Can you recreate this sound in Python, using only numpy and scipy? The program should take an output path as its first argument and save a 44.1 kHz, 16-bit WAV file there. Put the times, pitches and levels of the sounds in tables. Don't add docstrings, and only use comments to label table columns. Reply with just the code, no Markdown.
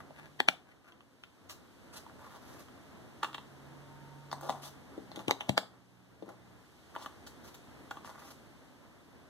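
import sys
import numpy as np
from scipy import signal
from scipy.fft import rfft, irfft, next_fast_len
from scipy.io import wavfile
from scipy.ndimage import uniform_filter1d, minimum_filter1d, map_coordinates

SR = 44100
rng = np.random.default_rng(int(sys.argv[2]) if len(sys.argv) > 2 else 0)


def digitize_waveform(pressure):
    field = np.atleast_2d(pressure).T
    bounded = np.clip(field, -1, 1)
    quanta = np.round(bounded * 32767).astype(np.int16)
    wavfile.write(sys.argv[1], SR, quanta)


N = 409688
T = np.arange(N) / SR

# time in seconds, lead of the left port in ms,
# left minus right in dB before each sound's shadow factor, room send in dB before any extra for the source.
PLACE = [(.6, -0.19, 3.5, -4), (2.6, -0.048, -1.5, -1.5), (3.2, 0.046, -0.5, -1.5), (4.4, 0.051, 2, -1),
         (5.2, 0.18, 2.5, -1), (6.3, 0.18, 2.5, -1.5), (6.9, 0.056, 1, -1)]
# multiple of its main pitch before detuning, relative level in dB,
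# t60 in seconds before the stretch of each kind of contact.
LID_MODES = [(.53, -6.5, 0.014), (.76, -9.5, 0.018), (1, 2, 0.013), (1.17, -17, 0.0059), (1.45, -12, .012),
             (1.9, -8, 0.0063)]
RIM_MODES = [(.86, 3.5, 0.0079), (1, 6, 0.0064), (1.18, -14, 0.014), (1.7, -13.5, 0.0046)]
RIM_HZ = 3590


def undb(db):
    return 10 ** (np.asarray(db) / 20)


def unit(x):
    return x / np.sqrt(np.mean(x ** 2) + 1e-24)


def curves(table, t):
    s, *columns = np.transpose(table)
    return [np.interp(t, s, column) for column in columns]


def gains(points, hz):
    point_hz, db = np.transpose(points)
    return undb(np.interp(np.log(hz + 1), np.log(point_hz), db))


def colour(x, points):
    n = next_fast_len(x.shape[-1])
    spectrum = rfft(x, n) * gains(points, np.fft.rfftfreq(n, 1 / SR))
    return irfft(spectrum, n)[..., :x.shape[-1]]


def cut(x, hz, kind, order=2):
    return signal.sosfilt(signal.butter(order, hz, kind, fs=SR, output="sos"), x)


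def fade(t, t60):
    return np.exp(-np.log(1000) * t / t60)


def walk(n, rate):
    k = max(int(SR / rate), 1)
    steps = np.repeat(rng.standard_normal(n // k + 2), k)
    return unit(uniform_filter1d(steps, k))[:n]


def tone(run, partials, sag, drift, waver_db):
    release_s = 0.29
    start, end, rise, hz, db = run
    effort = np.clip((T - start) / rise, 0, 1) * np.clip(1 - (T - end) / release_s, 0, 1)
    pitch = hz * (1 - sag * (1 - effort)) * (1 + drift * walk(N, 9.9))
    phase = 2 * np.pi * np.cumsum(pitch) / SR
    wave = sum(undb(partial_db) * np.sin(k * phase) for k, partial_db in partials)
    return unit(wave) * effort * undb(db + waver_db * walk(N, 8.8))


def background(flutter_db=1.5):
    # time in seconds, mean level in dB.
    swell = [(0, -57.5), (2.5, -54.5), (4.1, -55), (8.2, -54), (8.9, -58)]
    # frequency in Hz, relative level in dB per Hz.
    air_colour = [(25, -30), (50, -5.5), (85, 3), (180, 0), (265, 6), (400, -1.5), (900, -8), (1500, -12.5),
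                  (2500, -19.5), (5000, -26), (9000, -31), (14000, -34), (15000, -68)]
    hiss_db = -11.5
    level_db, = curves(swell, T)
    mid, side = colour(rng.standard_normal((2, N)), air_colour)
    side = colour(side, [(60, -3.0), (130, -2.0), (290, -8.5), (1400, 2.5), (3000, 0)])
    air = mid + side * np.array([[1], [-1]])
    rumble = unit(cut(air, 2130, "low", order=4)) * undb(flutter_db * walk(N, 10))
    hiss = unit(cut(air, 2600, "high", order=4)) * undb(hiss_db)
    return undb(level_db) * (rumble + hiss)


def electric_hum():
    # start in seconds, start of the dying away in seconds, time to full level in seconds,
    # base pitch in Hz (itself silent), level in dB before waver and pan.
    hum_run = (4.98, 6.45, .05, 60.8, -57.5)
    return tone(hum_run, [(2, 0), (3, -1)], sag=0, drift=.003, waver_db=1) * undb([[-1.5], [1.5]])


def far_engine():
    # start in seconds, start of the dying away in seconds,
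    # time to full effort in seconds, pitch at full effort in Hz, level in dB before waver and pan.
    pulls = [(-.2, .55, 0.19, 149.5, -63), (2.8, 4.59, 1.41, 142.6, -53), (7.598, 8.41, 0.425, 144, -66)]
    whine_run = (3.62, 4.22, .3, 916, -67.5)
    sag = .045
    drone = sum(tone(pull, [(1, -2), (2, -22.5)], sag, drift=0.0027, waver_db=-0.5) for pull in pulls)
    whine = tone(whine_run, [(1, 0)], sag=0, drift=.002, waver_db=1)
    whine = whine * (1 + .3 * walk(N, 45))
    return drone * undb([[-1.5], [1.5]]) + whine


def room(dry):
    near_t60_s, near_db = 0.037, -11
    tail_t60_s, tail_top_t60_s, tail_db = 0.29, 0.26, -12.5
    t = np.arange(SR // 2) / SR
    near, far, shared = rng.standard_normal((3, 2, len(t)))
    near = near * fade(t, near_t60_s) * (t > .003)
    low = cut(shared[0] + .5 * far, 1230, "low") * fade(t, tail_t60_s)
    high = undb(1.5) * cut(far, 2900, "high") * fade(t, tail_top_t60_s)
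    tail = (low + high) * (t > .008)
    response = (undb(near_db) * unit(near) + undb(tail_db) * unit(tail)) / np.sqrt(len(t))
    return signal.fftconvolve(dry, response, axes=1)[:, :N]


def add(out, x, start, shadow=1):
    lead_ms, pan_db, _ = curves(PLACE, start)
    for channel, side in enumerate((.5, -.5)):
        i = max(int((start - side * lead_ms / 1000) * SR), 0)
        out[channel, i:i + len(x)] += x[:N - i] * undb(side * pan_db * shadow)


def ring(modes, hz, stretch=1):
    detune = .025
    multiple, db, t60 = np.transpose(modes)[:, :, None]
    t = np.arange(SR // 6) / SR
    pitch = hz * multiple * (1 + detune * rng.standard_normal(multiple.shape))
    return np.sum(undb(db) * np.cos(2 * np.pi * pitch * t) * fade(t, t60 * stretch), axis=0)


def friction(table, catches_per_s, catch_db, uneven_db, stretch, taper):
    # frequency in Hz, relative level in dB.
    hiss_colour = [(1200, -30), (2400, 8), (3500, 2.5), (6000, 4), (9000, -0.5), (13000, 0.5), (16000, -23)]
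    pitch_wander = 0.0707
    out = np.zeros((2, N))
    for s, length, lid_db, lid_hz, hiss_db, rasp_db in table:
        n = int(max(length, .01) * SR)
        count = int(n / SR * catches_per_s) + 1
        at = (np.arange(count) + rng.random(count)) * (n - 1) / count
        catches = np.zeros(n)
        catches[at.astype(int)] = rng.uniform(-1, 1, count)
        slips = rng.standard_normal(n) + undb(catch_db) * unit(catches)
        slips *= signal.windows.tukey(n, taper) * undb(uneven_db * walk(n, 71.0))
        slips = np.pad(slips, (0, SR // 50))

        body = signal.fftconvolve(slips, ring(LID_MODES, lid_hz, stretch))[:len(slips)]
        body = cut(body, 1.9 * lid_hz, "low", order=4)
        body = map_coordinates(body, [np.cumsum(1 + pitch_wander * walk(len(slips), 60))])
        body = cut(body, 240, "high")
        rasp = signal.fftconvolve(slips, ring(RIM_MODES, RIM_HZ, stretch))[:len(slips)]
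        rasp = cut(rasp, 1750, "high")
        hiss = colour(slips, hiss_colour)
        rub = undb(lid_db) * unit(body) + undb(hiss_db) * unit(hiss) + undb(rasp_db) * unit(rasp)
        add(out, rub * np.sqrt(n / len(slips)), s)
    return out


def rubs():
    # start in seconds, length in seconds (10 ms at least is played),
    # lid level in dB before pan and gain, lid pitch in Hz before it wanders.
    skin_rows = [(0, 0.0099, -51.5, 1180), (0.139, 0.13, -59.5, 1750), (0.66, 0.07, -60.5, 1740),
                 (0.84, 0.07, -56, 1470), (2.186, 0.19, -58.5, 1040), (3.224, 0.0092, -55, 1750),
                 (4.421, 0.066, -48, 670), (4.538, .15, -58, 750), (5.151, 0.067, -54, 900),
                 (5.28, 0.039, -48, 850), (5.368, 0.16, -57, 825), (6.257, 0.07, -53, 910),
                 (6.941, .016, -51, 1340), (6.975, 0.079, -56, 950), (8.044, 0.26, -59, 1040)]
    # start in seconds, length in seconds,
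    # hiss level in dB and rim rasp level in dB, both before pan and gain.
    scuff_rows = [(1.487, 0.051, -55.5, -58), (1.921, 0.045, -60.5, -76), (1.955, 0.03, -54.5, -60),
                  (2.22, 0.19, -80, -73), (2.379, 0.28, -66.5, -92), (4.402, 0.14, -65, -80),
                  (4.605, 0.094, -62, -59), (6.965, 0.087, -69, -63.5), (7.263, 0.017, -57, -61),
                  (7.432, 0.068, -65, -73), (7.54, 0.015, -59, -67), (8.035, 0.081, -63, -93),
                  (8.16, 0.16, -66.5, -83), (8.301, 0.018, -57.5, -79)]
    skin_hiss_db, skin_rasp_db = -14.5, -24.5
    scuff_lid_hz, scuff_lid_db = 1070, -1.5
    skin = [(s, length, db, hz, db + skin_hiss_db, db + skin_rasp_db) for s, length, db, hz in skin_rows]
    dry_scuffs = [(s, length, db + scuff_lid_db, scuff_lid_hz, db, rasp_db)
                  for s, length, db, rasp_db in scuff_rows]
    return (friction(skin, catches_per_s=170, catch_db=8, uneven_db=3, stretch=0.78, taper=0.15)
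            + friction(dry_scuffs, catches_per_s=400, catch_db=-2.5, uneven_db=3.5, stretch=0.16, taper=0.54))


def contact(slip_ms, slip_db, creak_db, creak_ms, count=9):
    release = SR // 80
    before_ms = (release - np.arange(release + 1)) * 1000 / SR
    creak = rng.standard_normal(release + 1) * np.exp(-before_ms / creak_ms)
    push = undb(creak_db) * creak / np.linalg.norm(creak)
    early = (np.arange(count) + rng.uniform(0.25, 1, count)) / count
    at = np.clip(release - (early * slip_ms * SR / 1000).astype(int), 0, release)
    push[at] += undb(slip_db) * (1.3 - early) * rng.choice([-1, 1], count) / np.sqrt(count)
    push[release] += 1
    return push, release


def blow(x, db):
    return x * undb(db) / np.sqrt(np.sum(x ** 2) / (SR // 100))


def strikes(table, slip_ms, slip_db, creak_db, creak_ms, stretch, tick_t60, buzz_db):
    # multiple of the thud pitch before detuning,
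    # relative level in dB, t60 in seconds.
    tub_modes = [(.66, -13, 0.16), (1, 2.5, 0.03), (1.35, 0.5, 0.024), (1.75, -5.5, 0.014)]
    # multiple of its main pitch before detuning,
    # relative level in dB, t60 in seconds.
    lip_modes = [(.85, -16, 0.0056), (1, 4, 0.008), (1.3, 0, 0.0082)]
    # frequency in Hz, relative level in dB.
    tick_colour = [(3000, -17), (4500, -1), (6300, 3.5), (8500, 3.5), (11000, -7), (14000, -2.5),
                   (16000, -19)]
    out = np.zeros((2, N))
    t = np.arange(SR // 6) / SR
    for s, thud_db, thud_hz, lid_db, lid_hz, lip_db, lip_hz, rim_db, rim_hz, tick_db in table:
        push, release = contact(slip_ms, slip_db, creak_db, creak_ms)
        buzz = rng.standard_normal(len(t)) * fade(t, 0.0052)
        buzz = np.pad(buzz, (release + 1, 0)) / np.linalg.norm(buzz)
        push = np.pad(push, (0, len(t))) + undb(buzz_db) * buzz

        tub = cut(ring(tub_modes, thud_hz), 1.9 * thud_hz, "low", order=3)
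        tub = cut(tub, .5 * thud_hz, "high", order=4)
        lid = cut(ring(LID_MODES, lid_hz, stretch), 1.47 * lid_hz, "low", order=4)
        lid = cut(lid, 0.61 * lid_hz, "high", order=3)
        lip = cut(ring(lip_modes, lip_hz), 1.03 * lip_hz, "low", order=4)
        lip = cut(lip, 0.88 * lip_hz, "high", order=4)
        rim = cut(ring(RIM_MODES, rim_hz, stretch), 0.88 * rim_hz, "high", order=3)
        rim = cut(rim, 1.26 * rim_hz, "low", order=3)
        tub, lid, lip, rim = (signal.fftconvolve(part, push) for part in (tub, lid, lip, rim))

        scraping = np.sqrt(np.abs(signal.fftconvolve(fade(t, tick_t60) ** 2, push ** 2)))
        tick = colour(rng.standard_normal(len(scraping)) * scraping, tick_colour)
        start = s - release / SR
        plastic = blow(lid, lid_db) + blow(lip, lip_db) + blow(rim, rim_db) + blow(tick, tick_db)
        add(out, blow(tub, thud_db), start, shadow=2.2)
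        add(out, plastic, start, shadow=1.0)
    return out


def knocks():
    # time in seconds, lid level in dB, lid pitch in Hz,
    # rim crack level in dB, rim pitch in Hz, edge tick level in dB; levels before pan and gain.
    click_rows = [(0.107, -50, 586, -69, 3400, -81), (0.4842, -29, 704, -53, 3350, -43),
                  (0.922, -60, 1000, -54, 3280, -72), (1.0068, -57.5, 1110, -56, 3080, -75),
                  (1.2369, -52.5, 1350, -45, 3070, -68), (1.4974, -57, 1100, -48, 4060, -66),
                  (2.065, -52, 920, -72, 3200, -76), (2.097, -60, 1100, -78, 3200, -78),
                  (2.685, -61, 1090, -68, 3200, -76), (3.2309, -37, 1096, -43, 2880, -56),
                  (3.2331, -34.5, 910, -39, 2920, -47.5), (3.2455, -38.5, 1110, -41, 3400, -54),
                  (3.3309, -57, 1300, -58, 3300, -68), (3.3448, -54, 1270, -43.5, 3100, -58),
                  (3.347, -47, 1100, -43, 3050, -61), (3.3815, -48.5, 930, -49.5, 3220, -67),
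                  (4.3153, -49.5, 1080, -49.5, 4230, -58), (4.3287, -36.5, 986, -49.5, 4200, -51.5),
                  (4.411, -51, 990, -66, 4400, -56.5), (4.49, -44, 760, -58, 4270, -66),
                  (4.4948, -29.5, 710, -45.5, 4250, -51.5), (4.5025, -43, 780, -50, 3570, -53),
                  (4.5255, -46, 786, -57, 3320, -66), (5.1167, -50.5, 685, -54.5, 4180, -69),
                  (5.1604, -57, 930, -48.5, 3860, -56.5), (5.1921, -46.5, 785, -53, 3500, -63),
                  (5.295, -38, 805, -59, 3200, -60), (5.322, -47, 900, -53, 3160, -62),
                  (5.408, -40, 895, -35.5, 2980, -52.5), (5.573, -33, 890, -54, 3200, -54),
                  (5.5868, -51, 700, -55, 4170, -45), (6.9624, -39, 905, -49.5, 3030, -64),
                  (7.0607, -43.5, 1140, -49.5, 3034, -59.5), (7.9104, -44, 805, -53, 3250, -54.5),
                  (7.912, -43.5, 1504, -62, 3300, -67), (7.957, -57, 1000, -73.5, 3193, -74),
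                  (7.971, -49.5, 1150, -60, 3200, -69), (8.047, -51.5, 975, -63, 3180, -64)]
    # time in seconds,
    # tub thud level in dB before pan and gain, thud pitch in Hz.
    thump_rows = [(4.9785, -39, 310), (5.1742, -41, 322), (6.2248, -35.5, 322), (6.2802, -42.5, 330),
                  (6.295, -48, 500), (6.304, -49.5, 584)]
    click_thud_db, click_thud_hz = -11, 266
    thump_lid_hz, thump_lid_db, thump_rim_db, thump_tick_db = 620, -22, -24.5, -36
    lip_db, lip_hz = -6, 2060
    rows = []
    for s, lid_db, lid_hz, rim_db, rim_hz, tick_db in click_rows:
        rows.append((s, lid_db + click_thud_db, click_thud_hz, lid_db, lid_hz,
                     rim_db + lip_db, lip_hz, rim_db, rim_hz, tick_db))
    for s, thud_db, thud_hz in thump_rows:
        rim_db = thud_db + thump_rim_db
        rows.append((s, thud_db, thud_hz, thud_db + thump_lid_db, thump_lid_hz,
                     rim_db + lip_db, lip_hz, rim_db, RIM_HZ, thud_db + thump_tick_db))
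    return strikes(rows, slip_ms=1.2, slip_db=-4, creak_db=-11, creak_ms=3.0,
                   stretch=1.0, tick_t60=0.0065, buzz_db=-7.5)


def snaps():
    # time in seconds, tub thud level in dB, thud pitch in Hz,
    # lid level in dB, lid pitch in Hz, lip pop level in dB, lip pitch in Hz, rim crack level in dB,
    # rim pitch in Hz, edge tick level in dB; levels before pan and gain.
    snap_rows = [(0.4028, -33.5, 396, -30.5, 723, -25.5, 1870, -28.5, 3350, -42),
                 (0.4862, -30.5, 269, -23.5, 1324, -17.5, 2310, -21, 3580, -35),
                 (5.282, -28.5, 193, -40, 650, -37.5, 2330, -33, 3080, -45),
                 (5.31, -29, 415, -27.5, 800, -29, 2130, -28.5, 3760, -39),
                 (5.4936, -19.5, 204, -24, 580, -30, 2260, -26.5, 3160, -36),
                 (5.5783, -29.5, 306, -20.5, 624, -21.5, 1630, -21.5, 3970, -32.5)]
    return strikes(snap_rows, slip_ms=2.404, slip_db=-4.5, creak_db=-14.5, creak_ms=4.6,
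                   stretch=0.75, tick_t60=0.007, buzz_db=-13)


def scene():
    knock_room_db, rub_room_db = 7, 10.5
    snapping, knocking, rubbing = snaps(), knocks(), rubs()
    *_, room_db = curves(PLACE, T)
    send = snapping + undb(knock_room_db) * knocking + undb(rub_room_db) * rubbing
    hands = snapping + knocking + rubbing + room(send * undb(room_db))
    return hands + background() + electric_hum() + far_engine()


def auto_gain(x):
    threshold_db, range_db = -27, 6.5
    attack_s, hold_s, recover_db_per_s = 0.083, 0.48, 8
    power = uniform_filter1d(np.mean(x ** 2, axis=0), SR // 100)
    over_db = np.clip(10 * np.log10(np.abs(power) + 1e-18) - threshold_db, 0, range_db)
    hold = int(hold_s * SR)
    held_db = -minimum_filter1d(-over_db, hold, origin=(hold - 1) // 2, mode="constant")
    recovered_db = recover_db_per_s * T
    duck_db = np.maximum.accumulate(held_db + recovered_db) - recovered_db
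    pole = np.exp(-1 / (attack_s * SR))
    return x * undb(-signal.lfilter([1 - pole], [1, -pole], duck_db))


def record(dry):
    # frequency in Hz, level in dB.
    crossfeed = [(300, -10), (1300, -2), (2450, -4), (5000, -10), (10000, -15), (16000, -7)]
    delay_ms, top_hz = 0.3987, 15800
    n = next_fast_len(N + SR // 10)
    hz = np.fft.rfftfreq(n, 1 / SR)
    both = rfft(auto_gain(dry), n)
    share = gains(crossfeed, hz)
    delay = np.exp(-2j * np.pi * hz * delay_ms / 1000)
    wide = (both - share * delay * both[::-1]) / np.sqrt(1 + share ** 2)
    top_cut = signal.ellip(8, .2, 70, top_hz, fs=SR, output="sos")
    return signal.sosfilt(top_cut, irfft(wide, n)[:, :N])


dry = scene()
out = record(dry)
digitize_waveform(out)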